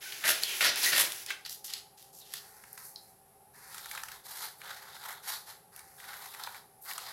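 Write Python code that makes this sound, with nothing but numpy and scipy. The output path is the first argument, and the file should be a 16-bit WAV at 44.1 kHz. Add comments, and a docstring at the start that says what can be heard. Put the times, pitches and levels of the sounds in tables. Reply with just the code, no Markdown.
"""Steel scissors cut folded kraft paper on a glass-topped table in a small, faintly humming room.
First the sheet slides and three hard cuts part it (fibre noise through sheet and table resonances);
the offcut is swept aside (rubbing noise); the empty blades are worked in the air (scrapes, ticks).
The piece is lifted with soft rubbing, a faint rumble passes, and slow cuts trim it with a soft crunch
(sparser fibre noise, jerks and crackles), between glides of the blades along the cut edge."""
import sys
import numpy as np
from scipy import signal
from scipy.fft import rfft, irfft
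from scipy.io import wavfile

SR = 44100
rng = np.random.default_rng(int(sys.argv[2]) if len(sys.argv) > 2 else 0)


def master(y):
    """Save y as 16-bit WAV."""
    cut = np.clip(np.atleast_2d(y).T, -1, 1)
    pcm = np.round(cut * 32767)  # scale
    wavfile.write(sys.argv[1], SR, pcm.astype(np.int16))


N = 314251


def from_db(db):
    """Decibels to gain."""
    return 10 ** (np.asarray(db) / 20)


def rms_one(x):
    """Scale to unit rms."""
    return x / np.sqrt(np.mean(x ** 2) + 1e-20)


def at_hz(points, hz):
    """Read a table on a log-frequency axis."""
    knots, values = np.transpose(points)
    return np.interp(np.log(np.maximum(hz, 1)), np.log(knots), values)


def drift(knots_per_s):
    """Smooth chance: Gaussian knots joined by lines, unit rms."""
    knots = rng.standard_normal(N // 20)
    return rms_one(np.interp(np.arange(N) / SR * knots_per_s, np.arange(len(knots)), knots))


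def resonate(x, hz, width_hz):
    """Two-pole resonance with gain 1 on top."""
    r = np.exp(-np.pi * width_hz / SR)
    zeros = np.array([1, 0, -1]) * (1 - r * r) / 2
    poles = [1, -2 * r * np.cos(2 * np.pi * hz / SR), r * r]
    return signal.lfilter(zeros, poles, x + 1e-18)


def resonate_twice(x, hz, stage_width_hz):
    """Two equal resonances in series: steeper skirts."""
    return resonate(resonate(x, hz, stage_width_hz), hz, stage_width_hz)


def butter(x, hz, kind, order=2):
    """Butterworth filter."""
    return signal.sosfilt(signal.butter(order, hz, kind, fs=SR, output="sos"), x)


def coloured(x, spectrum, size=4096):
    """Causal (minimum-phase) filter with the given spectrum."""
    hz = np.arange(size // 2 + 1) * SR / size
    cepstrum = irfft(np.log(from_db(at_hz(spectrum, hz))))
    # fold the cepstrum onto positive time
    cepstrum[1:size // 2] *= 2
    cepstrum[size // 2 + 1:] = 0
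    impulse = irfft(np.exp(rfft(cepstrum)))
    return signal.fftconvolve(x, impulse)[:N]


def envelope(start, length, swell_db, attack_s, release_s):
    """A stroke sets in, swells or fades evenly while it lasts, then dies away."""
    age = np.maximum(np.arange(N) / SR - start, 0)
    rise = 1 - np.exp(-(age / attack_s) ** 2)
    fall = np.exp(-np.minimum(np.maximum(age - length, 0) / release_s, 20))
    return rise * fall * from_db(swell_db * (np.minimum(age / length, 1) - .5))


def strokes(rows, attack_s, release_s, lead_s=0):
    """Gains of body and hiss over a series of strokes; the hiss may set in earlier."""
    body_power, hiss_power = 0, 0
    for start, length, db, swell_db, hiss_db in rows:
        body = from_db(db) * envelope(start, length, swell_db, attack_s, release_s)
        early = from_db(db) * envelope(start - lead_s, length + lead_s, swell_db, attack_s, release_s)
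        body_power = body_power + body ** 2
        hiss_power = hiss_power + (from_db(hiss_db) * early) ** 2
    return np.sqrt(body_power), np.sqrt(hiss_power)


def fibres(per_s, spread_db, clump_db, clump_rate, rub_db):
    """Fibres break or slip at random, over smooth rubbing noise, both waxing and waning in clumps."""
    sizes = from_db(spread_db * np.clip(rng.standard_normal(N), -2, 2)) * rng.choice([-1, 1], N)
    breaks = rms_one(sizes * (rng.random(N) < per_s / SR))
    rub = from_db(rub_db) * rng.standard_normal(N)
    clumps = from_db(clump_db * np.clip(drift(clump_rate), -2, 2))
    return (breaks + rub) * clumps


def with_modes(force, modes):
    """Raise or lower the force by the listed dB at each mode."""
    return force + sum((from_db(db) - 1) * resonate(force, hz, width) for hz, width, db in modes)


def play(gains, force, colour, splits_hz):
    """The contact force rings through its colour; each register follows its own gain."""
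    rest, registers = coloured(force, colour), []
    for hz in splits_hz:
        registers.append(butter(butter(rest, hz, "low"), hz, "low"))
        rest = butter(butter(rest, hz, "high"), hz, "high")
    registers.append(rest)
    return sum(gain * rms_one(x) for gain, x in zip(gains, registers))


# air noise spectrum: f/Hz, relative density/dB
AIR_COLOUR = [(25, -18), (60, -7), (140, -0.5), (280, -11), (900, -9), (1300, -14), (3200, -23.5),
              (5000, -21.5), (6700, -23.5), (9000, -18), (11000, -8), (13000, -16.5), (15500, -31)]
# wavering hum resonances: f/Hz, half stage width/Hz, rms level/dB
HUM_RESONANCES = [(166, 33, -82), (406, 29.5, -72), (537.3, 8.05, -77.5), (689, 27.3, -76.5),
                  (773.5, 12, -69.5), (851, 7.6, -72.5)]
# steady hum tones: f/Hz, rms level/dB
HUM_TONES = [(782, -73), (841, -75.5)]
# passing rumble: t/s, length/s, level/dB, f/Hz, stage width/Hz
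RUMBLE = (3.5, 0.8, -75, 55, 25)
AIR_DB = -63.5


def room_tone():
    """Soft hiss, a fan-like hum of narrow noise around two steady tones, and a passing rumble."""
    air = from_db(AIR_DB) * rms_one(coloured(rng.standard_normal(N), AIR_COLOUR))
    hum = 0
    for hz, half_width, db in HUM_RESONANCES:
        hum = hum + from_db(db) * rms_one(resonate_twice(rng.standard_normal(N), hz, 2 * half_width))
    for hz, db in HUM_TONES:
        hum = hum + from_db(db) * rms_one(np.sin(2 * np.pi * hz * np.arange(N) / SR))
    start, length, db, hz, width = RUMBLE
    rumble = from_db(db) * rms_one(resonate_twice(rng.standard_normal(N), hz, width))
    return air + hum + rumble * envelope(start, length, swell_db=-1, attack_s=0.23, release_s=.2)


# room decay: f/Hz, t60/s
ROOM_T60 = [(150, 0.58), (800, 0.51), (2000, 0.34), (5000, 0.38), (14000, 0.36)]
ROOM_BUILD_S = 0.0015


def room_tail(size=32768):
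    """A diffuse noise tail whose bass lingers longest; energy 1."""
    t, hz = np.arange(size) / SR, np.arange(size // 2 + 1) * SR / size
    noise, tail = rfft(rng.standard_normal(size)), 0
    for band_hz, t60 in ROOM_T60:
        share = at_hz([(f, float(f == band_hz)) for f, _ in ROOM_T60], hz)
        tail = tail + irfft(noise * share) * from_db(-60 * t / t60)
    build = 1 - np.exp(-(t / ROOM_BUILD_S) ** 2)
    return rms_one(tail * build) / np.sqrt(size)


ROOM_DB, MOVES_PER_S = -6, 9


def room(x, count=3):
    """Sheet and blades keep moving, so their sound wanders between several sets of reflections."""
    shares = np.array([drift(MOVES_PER_S) for _ in range(count)])
    shares /= np.sqrt(np.sum(shares ** 2, axis=0))
    reflections = sum(signal.fftconvolve(x * share, room_tail())[:N] for share in shares)
    return x + from_db(ROOM_DB) * reflections


# soft rubbing of fingers on the piece, and of blades entering the paper at 3.525 s:
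# t/s, length/s, level/dB, swell/dB, hiss re level/dB
SOFT_RUBS = [(2.37, 0.2, -64.5, -2, 4.5), (2.51, 0.32, -66, 6, 4.5), (2.765, 0.025, -51, -9, 4),
             (2.815, 0.065, -67, -4, 18), (2.9, 0.19, -76.5, 4, 11.5), (3.525, 0.24, -58, 10, 0.5),
             (5.71, 0.086, -60, 4.5, -0.5), (5.82, 0.24, -68, 6, 6)]
# soft-rubbing spectrum: f/Hz, relative density/dB
SOFT_COLOUR = [(530, -70), (900, -0.5), (1190, -3.5), (1370, -1), (1880, 0), (3190, -19), (4520, -2.5),
               (5100, -3.5), (7490, -4.5), (11600, 2.5), (13700, -1.5), (16000, -15)]


def soft_rubs():
    """Fingers on the piece, once blades entering it, rub softly: dense slips over weak smooth noise."""
    force = fibres(per_s=3200, spread_db=2.5, clump_db=1.0, clump_rate=90, rub_db=-9.0)
    return play(strokes(SOFT_RUBS, attack_s=.018, release_s=0.049), force, SOFT_COLOUR, [4500])


# steel rubs steel as the empty blades open and close: t/s, length/s, level/dB, swell/dB, hiss re level/dB
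SCRAPES = [(1.447, 0.014, -44.5, 2, -7), (1.487, 0.041, -57, 8, 11.5), (1.64, 0.03, -55, -4, 11.5),
           (1.675, 0.1, -49, -2.5, -5), (1.97, 0.11, -66.5, -5.5, 4.5), (2.125, .07, -75, 5, 20),
           (2.2, 0.17, -60, 16, 1), (2.333, 0.039, -50, -4, -3)]
# steel-on-steel spectrum: f/Hz, relative density/dB
SCRAPE_COLOUR = [(590, -24.5), (1000, -13), (1730, -9.5), (1870, -4.5), (2280, -12), (2740, -4.5),
                 (4680, -1.5), (8650, -13), (12400, -8.5), (14800, -19), (16000, -27)]


def scrapes():
    """Steel rubs on steel: dense, very uneven slips."""
    force = fibres(per_s=4400, spread_db=7.0, clump_db=2.0, clump_rate=290, rub_db=-3)
    return play(strokes(SCRAPES, attack_s=0.0043, release_s=0.026), force, SCRAPE_COLOUR, [6500])


# blades reopen and glide along the cut edge: t/s, length/s, level/dB, swell/dB, hiss re level/dB
GLIDES = [(4.228, .15, -54.5, 10.5, 6), (4.385, 0.058, -48, 6, 3), (5.21, 0.093, -52, 18, 3.5),
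          (5.305, 0.048, -52.5, 0.5, 7.5), (5.455, .055, -52.5, -2.5, 1.5)]
# steel-on-edge spectrum: f/Hz, relative density/dB
GLIDE_COLOUR = [(260, -67), (450, -21), (530, -17), (607, -16.5), (856, -2.5), (1150, -6.5), (1400, -3.5),
                (2040, -4), (2580, -12), (4110, 4), (5380, 1), (8540, -1), (11300, 5), (14800, -0.5),
                (16000, -26)]


def glides():
    """Steel rubs along the cut edge: the densest slips, the hiss leading slightly."""
    force = fibres(per_s=6200, spread_db=6.5, clump_db=1.8, clump_rate=150, rub_db=0.0)
    gains = strokes(GLIDES, attack_s=0.023, release_s=0.037, lead_s=0.0042)
    return play(gains, force, GLIDE_COLOUR, [2700])


# the sheet slides over table and blades: t/s, length/s, level/dB, swell/dB, hiss re level/dB
SLIDES = [(0.0, 0.41, -47.5, 1, -0.5), (0.32, 0.083, -42.5, -8, -14.5), (0.408, .03, -37.5, -0.5, 0.5),
          (0.46, 0.15, -43, 2, 2.5), (0.705, 0.06, -40.5, 6, -18), (0.755, 0.084, -37.5, -3, 0.5),
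          (0.815, 0.088, -33.5, -4, 3.5), (1.03, 0.018, -35.5, 3, -2.5), (1.09, 0.14, -51, -4.5, 5.5),
          (1.258, 0.053, -43.5, 9, -10)]
# paper-on-table spectrum: f/Hz, relative density/dB
SLIDE_COLOUR = [(150, -39.5), (250, -19.5), (393, -4), (484, -13.5), (547, -11.5), (938, -8.5), (1160, -9),
                (1260, -8.5), (1450, -1.5), (1910, 1), (6040, -2), (9010, -10.5), (10900, -2),
                (14900, -12.5), (16000, -10.5)]


def slides():
    """Paper rubs on table and blades: sparse slips under strong smooth noise."""
    force = fibres(per_s=1100, spread_db=3.0, clump_db=0.5, clump_rate=210, rub_db=3.5)
    return play(strokes(SLIDES, attack_s=0.015, release_s=.02), force, SLIDE_COLOUR, [6500])


# singing edges: t/s, half length to 1/e /s, f/Hz, glide/(octaves/s), width/Hz, level/dB
SQUEAKS = [(0.071, .015, 1500, -1.5, 96, -48), (0.272, 0.035, 1733, 1, 664, -34),
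           (0.504, 0.065, 2883, -3.5, 1040, -38.5), (0.347, 0.039, 520, -0.5, 150, -49),
           (0.678, 0.014, 620, 5.5, 296, -41.5), (0.685, 0.026, 5260, 1.5, 1200, -32.5),
           (0.846, 0.023, 4590, -6.5, 1387, -30), (0.876, 0.01386, 1920, -2.5, 196.5, -25),
           (2.223, 0.019, 3940, -4.5, 600, -55.5), (2.976, .02, 4300, -2, 700, -56),
           (5.337, 0.038, 4090, 0, 1000, -47.5)]


def squeaks():
    """Stick-slip of a rubbing edge: a narrow noise band whose pitch slides with the contact point."""
    out = np.zeros(N)
    for s, half, hz, glide, width_hz, db in SQUEAKS:
        at = np.arange(max(0, int((s - .15) * SR)), int((s + .15) * SR))
        t = at / SR - s
        noise = rng.standard_normal(SR // 2) + 1j * rng.standard_normal(SR // 2)
        slips = butter(noise, width_hz / 2, "low")[-len(at):]
        pitch_hz = hz * 2 ** (glide * np.clip(t, -2 * half, 2 * half))
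        phase = 2 * np.pi * np.cumsum(pitch_hz) / SR
        tone = rms_one(np.real(slips * np.exp(1j * phase)))
        out[at] += from_db(db) * np.exp(-(t / half) ** 2) * tone
    return out


def clicks(rows, contact_s, quality, crack_hz, low_cut, size=2048):
    """Each contact is a brief shudder that rings one broad resonance and adds a bright crack."""
    out, age = np.zeros(N + SR), np.arange(size) / SR / contact_s
    force = age * np.exp(1 - age)
    for (s, level_db, hz, crack_db), shudder in zip(rows, rng.choice([-1., 1.], (len(rows), size))):
        ring = resonate_twice(shudder * force, hz, hz / quality)
        crack = butter(butter(shudder * force, crack_hz, "high", order=1), 12000, "low")
        click = rms_one(ring) + from_db(crack_db) * rms_one(crack)
        # a small part radiates little below its own ring
        click = butter(click, low_cut * np.clip(hz, 1400, 4500), "high", order=3)
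        start = round(s * SR)
        out[start:start + size] += from_db(level_db) * rms_one(click) * np.sqrt(np.mean(force ** 2))
    return out[:N]


# blade and pivot knocks: t/s, level/dB, ring f/Hz, crack re ring/dB
BLADE_TICKS = [(0.434, -19.5, 4100, -1.5), (0.758, -29, 5090, 21), (1.01, -26, 3860, 9),
               (1.12, -30, 3300, 3), (1.262, -34, 5320, 16), (1.45, -37, 4460, -10),
               (1.495, -34.5, 4700, 0), (1.701, -39, 3400, 3), (1.736, -26.5, 4270, 1.5),
               (2.026, -48, 10600, 8), (2.337, -30, 10900, 6), (2.729, -38, 11600, -33),
               (2.959, -36, 4660, -16), (5.762, -40.5, 10830, -1), (6.436, -32.5, 4234, -0.5),
               (6.934, -36.5, 11300, 6)]


def blade_ticks():
    """Blades and pivot knock: short contact, tighter ring."""
    return clicks(BLADE_TICKS, contact_s=0.00097, quality=3.2, crack_hz=2500, low_cut=0.55)


# paper snaps and buckles: t/s, level/dB, ring f/Hz, crack re ring/dB
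PAPER_SNAPS = [(0.122, -36, 2320, -17), (0.239, -28, 1780, -10), (0.607, -23, 1860, -11),
               (0.672, -33, 1770, 10), (1.304, -27, 1880, -8.5), (2.337, -40.5, 1700, -25),
               (2.637, -46.5, 1350, -4), (2.776, -41.5, 1500, 1.5), (3.744, -40, 1500, 6.5),
               (3.78, -38.5, 1500, 7), (3.857, -39.5, 1200, 2), (3.912, -36, 1830, 4),
               (3.949, -36.5, 1180, -1), (3.975, -35, 1852, -6), (4.001, -47, 1680, 9),
               (4.034, -34, 1270, 2), (4.084, -41, 2000, 4), (4.116, -41.5, 1547, 8), (4.159, -50, 800, 6),
               (4.945, -48.5, 887, 1), (5.126, -45, 1430, 16), (5.294, -50, 1830, -3),
               (5.791, -44, 1596, 27), (6.471, -34.5, 870, -23.5), (6.911, -36.5, 1717, -5),
               (6.979, -33, 935, 3)]


def paper_snaps():
    """Paper snaps and buckles: longer contact, heavily damped ring."""
    return clicks(PAPER_SNAPS, contact_s=0.0017, quality=1.0, crack_hz=1500, low_cut=0.58)


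BITE_ATTACK_S, BITE_RELEASE_S = 0.022, 0.032
CRACKLE_SPREAD_DB, CRACKLE_HZ, CRACKLE_CRACK_DB = 8, 1500, -4.5


def crackles(cuts, per_s, above_db, count=16):
    """Small fibre bundles snap at random once the blades have bitten, levels following the cut's."""
    rows = []
    for start, length, db, *_ in cuts:
        ages = BITE_ATTACK_S + np.cumsum(rng.uniform(.2, 1.8, count)) / per_s
        chances = rng.uniform(-1, 1, (count, 2))
        for age, (strength, pitch) in zip(ages, chances):
            if age < length:
                level_db = db + above_db + CRACKLE_SPREAD_DB * strength
                rows.append((start + age, level_db, CRACKLE_HZ * 2 ** (.5 * pitch), CRACKLE_CRACK_DB))
    return clicks(rows, contact_s=0.001, quality=1.2, crack_hz=1500, low_cut=0.62)


# sheet resonances that swell and shrink: f/Hz
BENDING_HZ = [1000, 1450, 2000, 3500, 4700]
BENDING_QUALITY, BENDS_PER_S = 4, 16


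def bending(force, depth):
    """The colour shifts as the sheet flexes under the blades."""
    return force + sum(depth * drift(BENDS_PER_S) * resonate(force, hz, hz / BENDING_QUALITY)
                       for hz in BENDING_HZ)


# pushes through the lifted piece: t/s, length/s, level/dB, swell/dB, hiss re level/dB
SLOW_CUTS = [(3.69, 0.13, -57.5, 6, -2), (3.815, 0.055, -53, 3, -3), (3.91, 0.079, -48.5, -5, -2.5),
             (4.025, .14, -58.5, -3, 1.5), (4.588, 0.124, -50.5, 7.5, -7), (4.728, 0.24, -55.5, -2.5, -4.5),
             (4.98, 0.14, -51, 7.5, -2.5), (5.965, 0.18, -55, 6, -2), (6.165, .1, -53.5, 9.5, -2),
             (6.297, 0.27, -53.5, -3, 0), (6.83, 0.069, -54, 13, 4), (6.936, 0.16, -52, 1, -3.5)]
# slow-cut spectrum: f/Hz, relative density/dB
SLOW_COLOUR = [(260, -40), (450, -24), (530, -6), (589, -14.5), (759, 0.5), (1020, -2.5), (1380, 0),
               (2010, -3), (2790, -13), (3810, -3), (5790, -12.5), (8930, -11.5), (12200, -3.5),
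               (14800, -14.5), (16000, -15)]
# resonance and hollows of the lifted sheet: f/Hz, width/Hz, gain/dB
LIFTED_MODES = [(870, 73, 2.5), (2360, 360, -4.5), (3960, 840, -1)]
HISS_LEAD_S = .034  # the blades hiss against each other before they bite
BLADE_DB = -1  # the blades' rasp re the sheet's crunch


def slow_cuts():
    """Slow shearing tears fibres bundle by bundle: a soft crunch, in jerks as the blades catch and give."""
    force = fibres(per_s=700, spread_db=0.5, clump_db=2.1, clump_rate=150, rub_db=1.5)
    jerks = from_db(1.13 * np.clip(drift(55), -2, 2))
    force = bending(with_modes(force * jerks, LIFTED_MODES), depth=0.37)
    sheet, hiss = strokes(SLOW_CUTS, BITE_ATTACK_S, BITE_RELEASE_S, HISS_LEAD_S)
    return play([sheet, from_db(BLADE_DB) * sheet, hiss], force, SLOW_COLOUR, [2700, 6500])


# cuts with the sheet on the table: t/s, length/s, level/dB, hiss re level/dB, hiss growth as blades shut/dB
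HARD_CUTS = [(0.239, 0.07, -31.5, -0.5, 12.5), (0.602, .085, -28.5, -5.5, -4.5),
             (0.912, 0.1, -28.5, -3, 18)]
# hard-cut spectrum: f/Hz, relative density/dB
HARD_COLOUR = [(53, -58), (90, -18.5), (323, -17), (448, -12), (633, -6), (839, -11.5), (1910, 2),
               (2130, 2), (4450, 0), (4960, -2), (6160, -7), (9110, -10.5), (11300, -5), (15000, -14.5),
               (16000, -27)]
# resonances of the sheet lying on the table: f/Hz, width/Hz, gain/dB
SHEET_MODES = [(337, 50, 8.5), (620, 50, 3), (1445, 104, 2.5), (1817, 53, 5), (2400, 170, -3.5),
               (4900, 640, 0), (10800, 990, 1.5)]
CUT_ATTACK_S, CUT_RELEASE_S, CUT_SWELL_DB = 0.0082, 0.029, 1.5
TABLE_DB = -13  # the table's boom re the cut


def hard_cuts():
    """Fast shearing breaks thousands of fibres a second, and the sheet and table resound."""
    force = fibres(per_s=3500, spread_db=6.0, clump_db=2.2, clump_rate=280, rub_db=2)
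    force = bending(with_modes(force, SHEET_MODES), depth=0.14)
    sheet, hiss = 0, 0
    for start, length, db, hiss_db, growth_db in HARD_CUTS:
        sheet = sheet + from_db(db) * envelope(start, length, CUT_SWELL_DB, CUT_ATTACK_S, CUT_RELEASE_S)
        hiss_shape = envelope(start, length, growth_db, CUT_ATTACK_S, release_s=0.013)
        hiss = hiss + from_db(db + hiss_db) * hiss_shape
    return play([from_db(TABLE_DB) * sheet, sheet, hiss], force, HARD_COLOUR, [1100, 6500])


# two bands where left and right differ: f/Hz, stage width/Hz, share to the left
SIDE_BANDS = [(1880, 280, 0.41), (9920, 660, -.3)]
MIC_NOISE_DB = -93.5


def scene():
    """Scissors and paper in the room, heard by two closely spaced microphones."""
    rubbing = soft_rubs() + scrapes() + glides() + slides()
    contacts = squeaks() + blade_ticks() + paper_snaps()
    snapping = crackles(HARD_CUTS, per_s=55, above_db=-3) + crackles(SLOW_CUTS, per_s=34, above_db=5)
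    dry = rubbing + contacts + snapping + slow_cuts() + hard_cuts()
    mid = room_tone() + room(dry)
    mic_noise = from_db(MIC_NOISE_DB) * rms_one(butter(rng.standard_normal(N), 312, "low", order=1))
    side = mic_noise + sum(share * resonate_twice(mid, hz, width) for hz, width, share in SIDE_BANDS)
    return np.array([mid + side, mid - side])


CUTOFF_HZ = 15900


def record(dry):
    """The top is cut steeply."""
    return signal.sosfilt(signal.ellip(12, .1, 80, CUTOFF_HZ, fs=SR, output="sos"), dry)


dry = scene()
out = record(dry)
master(out)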